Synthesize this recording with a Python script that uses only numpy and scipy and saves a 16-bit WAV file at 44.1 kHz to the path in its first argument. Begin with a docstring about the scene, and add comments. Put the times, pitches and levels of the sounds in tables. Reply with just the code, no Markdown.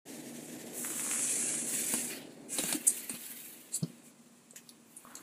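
"""A dog's coat hisses along a hardwood floor in strokes as the dog is rubbed and shifted about in a small room.
The hiss and the dull rumble of its weight are made of countless tiny random slips, each layer given its colour.
Claws scratch in short bursts of slips and tick as fast-dying tones; paws knock on the floor and the door frame
as low pulses with a thud. Short reflections, low room tones and quiet air noise surround it all."""
import sys
import numpy as np
from scipy import signal
from scipy.fft import rfft, irfft, next_fast_len
from scipy.io import wavfile

SR = 44100
rng = np.random.default_rng(int(sys.argv[2]) if len(sys.argv) > 2 else 0)


def to_wav(s):
    """Save 16-bit WAV."""
    ch = np.atleast_2d(s).T  # columns
    pcm = np.round(np.clip(ch, -1, 1) * 32767)  # PCM
    wavfile.write(sys.argv[1], SR, pcm.astype(np.int16))


N = 230508
TIME = np.arange(N) / SR  # seconds

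# Quiet air of the room, spectrum: (pitch [Hz], relative level [dB])
AIR_SPECTRUM = [(40, -31), (90, -8), (160, 5.5), (240, 5), (340, -11.5), (600, -11), (1000, -2),
                (2000, -12.5), (5200, -13.5), (7500, -8), (11000, -44), (15000, -19)]

# The body dragging on the boards, before one shared trim: (time [s], level [dB])
DRAG_LEVELS = [(0.26, -49.5), (0.71, -47.5), (1.07, -50), (1.39, -47), (2.15, -48), (2.35, -52.5),
               (2.51, -50.5), (2.69, -50.5), (3.19, -61), (3.95, -62), (4.16, -64.5), (4.42, -68.5),
               (5.05, -65.5), (5.22, -59)]
# Spectra of the dragging weight and of the settling head: (pitch [Hz], relative level [dB])
RUMBLE_SPECTRUM = [(25, -29), (80, -28), (105, -19), (150, -3), (200, -7.5), (250, -0.5), (320, -1.5),
                   (400, -3.5), (560, -7), (780, -12.5), (1200, -32.5), (2000, -26)]
SETTLE_SPECTRUM = [(450, -12), (750, -8.5), (1150, -2), (1600, -5), (2200, -15), (4000, -19)]

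# Strokes of the coat over the boards, each a push that builds, holds and lets go:
# (start [s], rise [s], hold [s], release [s], hiss [dB], coarse grit [dB], fine hair [dB])
COAT_STROKES = [ (0.39, 0.062, .01, 0.027, -52.5, -68, -60), (0.724, 0.055, 0.055, 1, -42.5, -59, -45.5),
                (0.765, 0.44, .24, 0.84, -33.5, -47, -55), (1.642, 0.082, 0.28, .25, -36, -46, -43.5),
                (2.07, 0.045, 0.037, .13, -57, -46, -51.5), (2.155, 0.028, 0.061, 0.44, -64.5, -59.5, -73),
                (2.48, 0.057, .015, 0.053, -37.5, -50, -50), (2.548, 0.033, 0.18, 0.044, -39.5, -44, -43),
                (2.758, 0.02, 0.43, 1, -52.5, -54, -50.5), (2.878, 0.055, 0.064, 0.054, -46, -57, -49.5),
                (3.225, 0.036, 0.21, 0.1, -56.5, -63, -51), (3.59, 0.11, .1, 0.67, -64.5, -65, -80),
                (3.741, 0.022, 0.011, .02, -44, -60, -45), (4.025, .03, 0.032, 0.044, -60, -68, -65),
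                (4.555, 0.007, 0.017, 0.045, -63, -56.5, -57), (4.593, 0.024, 0.12, .1, -80, -73, -73),
                (4.688, .004, 0.0058, 0.021, -72, -77, -58), (4.798, 0.19, .25, .17, -66, -70.5, -64)]
# Faint stir of the coat between strokes: (hiss [dB], grit [dB], hair [dB])
RESTING_COAT_DB = [-69, -73.5, -76.5]
# Spectra of the coat's hiss, grit and fine hair, and of loose fur: (pitch [Hz], relative level [dB])
HISS_SPECTRUM = [(4500, -58), (5300, -11), (6200, -2), (7900, 6), (9200, 3.5), (10900, 2.5), (11400, -5.5),
                 (11900, -105)]
GRIT_SPECTRUM = [(600, -17), (900, -9.5), (1250, -11.5), (1600, -3), (2500, 0.5), (3500, -4.5),
                 (4400, -2.5), (5100, -8.5), (7000, -15)]
HAIR_SPECTRUM = [(7500, -51), (10000, 8.5), (11800, 6.5), (12600, 8), (14200, 8), (15500, 4)]
SWISH_SPECTRUM = [(900, -8), (1250, -15), (1750, -0.5), (2400, -3), (3400, -4.5), (5200, -6.5),
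                  (6500, -1.5), (7900, 0), (10500, -3), (12500, -6.5), (15000, -15)]

# Dry ticks of a claw tip, before one shared boost: (start [s], level [dB], pitch of the wood [Hz])
CLAW_TICKS = [(0.8479, -26, 1970), (0.9030, -35, 1700), (0.9962, -28, 2320), (1.065, -29.5, 1210),
              (1.1136, -25, 2550), (1.1356, -26.5, 1570), (1.1590, -30.5, 1880), (1.194, -31.5, 2430),
              (1.5412, -33, 1620)]

# Paw knocks: (start [s], level [dB], pitch of the struck spot [Hz], time to the peak [s], dull thud [dB])
PAW_KNOCKS = [ (1.934, -42, 279, 0.009, -39), (2.588, -40, 225, 0.0069, -34.5),
              (2.639, -37, 189, 0.0083, -57), (2.725, -41.5, 170, 0.011, -57),
              (2.745, -30.5, 303, 0.0067, -63), (3.097, -46.5, 262, 0.011, -53),
              (3.134, -41.5, 175, 0.0054, -49.5), (3.823, -26.5, 160, 0.011, -38),
              (3.828, -53, 312, 0.0063, -68), (3.887, -54, 187, 0.018, -61),
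              (4.534, -50.5, 500, 0.0022, -71), (4.559, -48.5, 1780, 0.0012, -70),
              (4.569, -53, 1900, .003, -66), (5.05, -43.5, 1130, 0.002, -52),
              (5.069, -49, 1120, 0.0047, -60), (5.141, -51, 1350, .0022, -54)]
# Dull thud under a knock, spectrum: (pitch [Hz], relative level [dB])
THUD_SPECTRUM = [(50, -25), (90, -29), (150, -5), (270, 8), (400, 0.5), (540, -0.5), (720, -23),
                 (1100, -17.5), (1600, -30), (3000, -57)]

# Claw scratches, with levels at full force: (start [s], rise [s], fall [s], claw [dB], claw pitch [Hz],
# nail ring [dB], nail pitch [Hz], board [dB])
CLAW_SCRATCHES = [ (1.937, 0.0013, 0.005, -25, 8900, -39, 4740, -31.5),
                  (2.583, 0.003, 0.0046, -27.5, 8800, -31, 3840, -34.5),
                  (2.637, 0.00063, 0.0025, -27.5, 7700, -61, 3640, -30.5),
                  (2.680, 0.012, 0.016, -37, 9600, -62, 4300, -42),
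                  (2.726, 0.00023, 0.0044, -24.5, 8100, -30, 4180, -31),
                  (2.866, 0.013, 0.0067, -16.5, 8440, -46, 4730, -49.5),
                  (2.884, 0.021, 0.0097, -35, 9600, -50, 4500, -62),
                  (3.094, 0.0019, 0.01, -32, 9200, -47, 4400, -42),
                  (3.135, 0.017, 0.0068, -46, 10200, -49.5, 4300, -48),
                  (3.712, 0.023, .006, -45.5, 7900, -53.5, 4390, -82),
                  (3.732, 0.018, 0.012, -31.5, 7900, -48, 4470, -68),
                  (3.746, 0.016, 0.0073, -34, 9600, -48.5, 4500, -67),
                  (3.829, .0015, 0.0054, -60, 7500, -41, 4800, -69),
                  (4.508, .0012, 0.0036, -45, 8040, -62, 4500, -76),
                  (4.559, 0.001, 0.014, -44.5, 7000, -54.5, 5750, -64),
                  (4.69, 0.002, 0.0033, -46, 9800, -44.5, 4330, -72),
                  (4.963, 0.0055, 0.011, -43, 9200, -74, 4500, -80),
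                  (5.153, 0.00061, 0.0029, -35, 6700, -47, 4450, -67),
                  (5.165, 0.0036, 0.0088, -48, 7100, -54, 4240, -56)]
# Spectra of the scraping claw and the board under it: (pitch [Hz], relative level [dB])
SCRAPE_SPECTRUM = [(4800, -28), (6200, 3), (7500, 5), (10800, 6.5), (11500, 10), (12000, -24), (14500, 1),
                   (16000, -19)]
BOARD_SPECTRUM = [(300, 25), (700, 19.5), (1150, 17.5), (1450, 14), (2100, 17), (2900, 19.5), (3900, -16),
                  (5200, -26), (7000, -19)]
# Nail ring, shifted to each scratch's nail pitch: (pitch for a 4500 Hz nail [Hz], relative level [dB])
NAIL_SPECTRUM = [(3400, -18.5), (3900, -9), (4500, 0), (4850, -3), (5200, -20), (5900, -11), (6600, -22),
                 (8000, -33)]
NAIL_HZ = 4500

# Low tones of floor and room: (pitch [Hz], width [Hz])
LOW_MODES = [(238, 7), (271, 9), (308, 15)]
# How strongly each low tone answers, in the same order: (level [dB])
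LOW_MODE_LEVELS = [8.5, -4.5, -2.5]


def from_db(db):
    """Turn decibels into a gain."""
    return 10 ** (np.asarray(db) / 20)


def rms_one(x):
    """Scale a sound to an average strength (rms) of 1."""
    return x / np.sqrt(np.mean(x ** 2) + 1e-20)


def colour(x, spectrum):
    """Give x a spectrum that falls away beyond its ends, at rms 1."""
    hz, db = np.transpose(spectrum)
    size = next_fast_len(len(x))
    log_hz = np.log(np.maximum(np.fft.rfftfreq(size, 1 / SR), 1))
    outside = np.abs(log_hz - np.clip(log_hz, np.log(hz[0]), np.log(hz[-1])))
    curve_db = np.interp(log_hz, np.log(hz), db) - 40 * outside
    shaped = irfft(rfft(x, size) * from_db(curve_db), size)
    return rms_one(shaped[:len(x)])


def resonate(x, hz, width_hz):
    """Ring at one pitch, with a gain of about 1 at the peak; a narrow width rings longer."""
    r = np.exp(-np.pi * width_hz / SR)
    feed = np.array([1, 0, -1]) * (1 - r * r) / 2
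    feedback = [1, -2 * r * np.cos(2 * np.pi * hz / SR), r * r]
    return signal.lfilter(feed, feedback, x + 1e-18)


def drift(rate_hz):
    """Wander slowly at random, with rms 1; a higher rate wanders faster."""
    hz = np.fft.rfftfreq(N, 1 / SR)
    slow = rfft(rng.standard_normal(N)) / (1 + (hz / rate_hz) ** 2)
    return rms_one(irfft(slow, N))


def friction(slips_per_s, spread_db):
    """Rubbing as countless tiny slips of uneven size, at random moments and in either direction."""
    sizes = from_db(spread_db * np.minimum(rng.exponential(1, N), 4))
    direction = rng.choice([-1, 1], N)
    happens = rng.random(N) < slips_per_s / SR
    return rms_one(sizes * direction * happens)


def patchy(x, depth_db, width_hz, hold_s):
    """The contact spot moves, so resonances come and go at random across the spectrum."""
    hz, s, spectrogram = signal.stft(x, SR, nperseg=512)
    field = rng.standard_normal(spectrogram.shape)
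    # smooth the random field across pitch, then across time
    for axis, reach in enumerate((width_hz / hz[1], hold_s / s[1])):
        field = signal.filtfilt([1], [1, -np.exp(-1 / reach)], field, axis=axis, padtype=None)
    gain = from_db(depth_db * np.clip(rms_one(field), -2, 2))
    return rms_one(signal.istft(spectrogram * gain, SR, nperseg=512)[1][:N])


def swell(start, rise, hold, release):
    """Force of a push, timed in seconds: it builds evenly, holds, then eases off to nothing."""
    t = TIME - start
    build = np.clip(t / rise, 0, 1)
    let_go = np.clip(1 - (t - rise - hold) / release, 0, 1) ** 2
    return build * let_go


def event_time(start, length):
    """Samples that an event covers (length in samples), and the seconds since its start."""
    first = int(start * SR)
    span = slice(first, first + length)
    return span, np.maximum(TIME[span] - start, 0)


def air():
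    """Quiet room noise, with noise through two low resonances as a wavering drone."""
    drone = resonate(rng.standard_normal(N), 235.7, width_hz=22)
    drone = rms_one(resonate(drone, 219, width_hz=35))
    hush = colour(rng.standard_normal(N), AIR_SPECTRUM)
    return from_db(-66.5) * hush + from_db(-66.5) * drone


def drag():
    """The dog's weight rumbles on the boards as it slips; the head settles with a soft, uneven shuffle."""
    drag_s, drag_db = np.transpose(DRAG_LEVELS)
    trim_db = -1
    rumble_db = np.interp(TIME, drag_s, drag_db) + trim_db + 0.76 * drift(36)
    rumble = colour(friction(slips_per_s=2300, spread_db=-1.0), RUMBLE_SPECTRUM)
    shuffle = colour(friction(slips_per_s=1100, spread_db=1.0), SETTLE_SPECTRUM)
    shuffle_force = swell(start=5.02, rise=0.068, hold=0.08, release=0.22)
    shuffle_db = -58.5 + 1.2 * drift(50)
    return from_db(rumble_db) * rumble + shuffle_force * from_db(shuffle_db) * shuffle


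def stroke_levels():
    """Levels of hiss, grit and hair in dB; overlapping strokes add their energy."""
    forces = np.array([swell(*row[:4]) for row in COAT_STROKES])
    gains = from_db([row[4:] for row in COAT_STROKES])
    resting = from_db(RESTING_COAT_DB)[:, None]
    return 10 * np.log10(gains.T ** 2 @ forces ** 2 + resting ** 2)


def coat():
    """Hairs slip over the wood, and uneven pressure flutters each stroke; loose fur brushes lightly."""
    hiss_db, grit_db, hair_db = stroke_levels()
    pressure_db = 1.02 * drift(30)  # shared by hiss, grit and hair
    hiss = colour(friction(slips_per_s=14000, spread_db=2.0), HISS_SPECTRUM)
    hiss = patchy(hiss, depth_db=1.4, width_hz=41, hold_s=0.0037)
    grit = colour(friction(slips_per_s=7000, spread_db=1.0), GRIT_SPECTRUM)
    grit = patchy(grit, depth_db=4.0, width_hz=13, hold_s=0.02)
    hair = colour(friction(slips_per_s=4800, spread_db=1.5), HAIR_SPECTRUM)
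    hair = patchy(hair, depth_db=-2.0, width_hz=90, hold_s=0.022)
    pressed = from_db(hiss_db) * hiss
    pressed += from_db(grit_db + 0.18 * drift(36)) * grit
    pressed += from_db(hair_db + 1.7 * drift(27)) * hair

    # a light brushing swish of loose fur lasts about a second, then fades under the strokes
    swish = colour(rng.standard_normal(N), SWISH_SPECTRUM)
    swish = patchy(swish, depth_db=1.5, width_hz=51, hold_s=0.018)
    brush_force = swell(start=0.015, rise=0.016, hold=1, release=0.87)
    brush_db = -52 + 1.7 * drift(17)
    return from_db(pressure_db) * pressed + brush_force * from_db(brush_db) * swish


def ticks():
    """A claw creeps over the wood: faint crackle, and a few snaps that ring for about a millisecond."""
    crackle = rms_one(resonate(friction(slips_per_s=620, spread_db=4.5), 1000, width_hz=1000))
    out = swell(start=0.69, rise=0.26, hold=0.22, release=0.9) * from_db(-53) * crackle
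    boost_db = 4.5
    for start, db, hz in CLAW_TICKS:
        span, t = event_time(start, SR // 50)
        wood = np.sin(2 * np.pi * hz * t) * np.exp(-t / 0.00035)
        varnish = np.sin(2 * np.pi * 3100 * t) * np.exp(-t / 0.00026)
        claw = np.sin(2 * np.pi * 10000 * t) * np.exp(-t / 0.00024)
        out[span] += from_db(db + boost_db) * (wood + 0.25 * varnish + 1.1 * claw)
    thin = signal.butter(2, 900, "high", fs=SR, output="sos")
    return signal.sosfilt(thin, out)


def knocks():
    """A soft pad pushes the wood into a few cycles of its local note and damps it, with a dull thud."""
    thud = colour(rng.standard_normal(N), THUD_SPECTRUM)
    out = np.zeros(N)
    for start, db, hz, peak_s, thud_db in PAW_KNOCKS:
        span, t = event_time(start, SR // 10)
        push = t / peak_s * np.exp(0.5 * (1 - (t / peak_s) ** 2))
        note = push * np.sin(2 * np.pi * hz * t)
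        dull = rms_one(push * thud[span]) * np.sqrt(np.mean(push ** 2))
        out[span] += from_db(db) * note + from_db(thud_db) * dull
    return out


def scratches():
    """A claw bites, chatters ever harder, then lets go; claw, nail and board sound with the slips."""
    slips = friction(slips_per_s=11000, spread_db=0.0)
    scrape = patchy(colour(slips, SCRAPE_SPECTRUM), depth_db=-5.5, width_hz=38, hold_s=0.044)
    board = colour(friction(slips_per_s=8500, spread_db=2.0), BOARD_SPECTRUM)
    out = np.zeros(N)
    for start, rise, fall, claw_db, claw_hz, nail_db, nail_hz, board_db in CLAW_SCRATCHES:
        span, t = event_time(start, SR // 5)
        force = np.minimum(t / rise, 1) * np.exp(-np.maximum(t - rise, 0) / fall)
        claw = 0.053 * scrape[span] + resonate(scrape[span], claw_hz, width_hz=1160)
        shifted = [(hz * nail_hz / NAIL_HZ, db) for hz, db in NAIL_SPECTRUM]
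        nail = colour(slips[span], shifted)
        for db, part in ((claw_db, claw), (nail_db, nail), (board_db, board[span])):
            # each part takes up energy in step with the force
            out[span] += from_db(db) * rms_one(force * part) * np.sqrt(np.mean(force ** 2))
    return out


def room(x):
    """Dense reflections from near walls, dying away, thin in the bass and a little dull on top."""
    t = TIME[:SR // 2]
    fade_60db_s = 0.15  # time for the reflections to drop by 60 dB
    first_wall = t > 0.004
    tail = rng.standard_normal(len(t)) * from_db(-60 * t / fade_60db_s) * first_wall
    band = signal.butter(1, [350, 11000], "band", fs=SR, output="sos")
    tail = signal.sosfilt(band, tail)
    return signal.fftconvolve(x, tail / np.sqrt(np.sum(tail ** 2)))[:N]


def low_modes(pushes):
    """Floor and room ring at a few low pitches when pushed."""
    boom = np.zeros(N)
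    for (hz, width_hz), db in zip(LOW_MODES, LOW_MODE_LEVELS):
        boom += from_db(db) * resonate(pushes, hz, width_hz)
    return boom


def scene():
    """Contacts ring on in the room, and they and the rumble feed its low tones; both channels are alike."""
    contacts = scratches() + knocks() + ticks()
    rumble = drag()
    boom = low_modes(rumble + from_db(3) * contacts)
    mono = coat() + rumble + contacts + boom + from_db(-10) * room(contacts) + air()
    return np.stack([mono, mono])


def record(dry):
    """After a brief silence the sound fades in quickly; the top above 15200 Hz is cut steeply."""
    opening = np.clip((TIME - 0.052) / 0.018, 0, 1)
    top_cut = signal.ellip(12, 0.1, 80, 15200, fs=SR, output="sos")
    return signal.sosfilt(top_cut, dry * opening)


dry = scene()
out = record(dry)
to_wav(out)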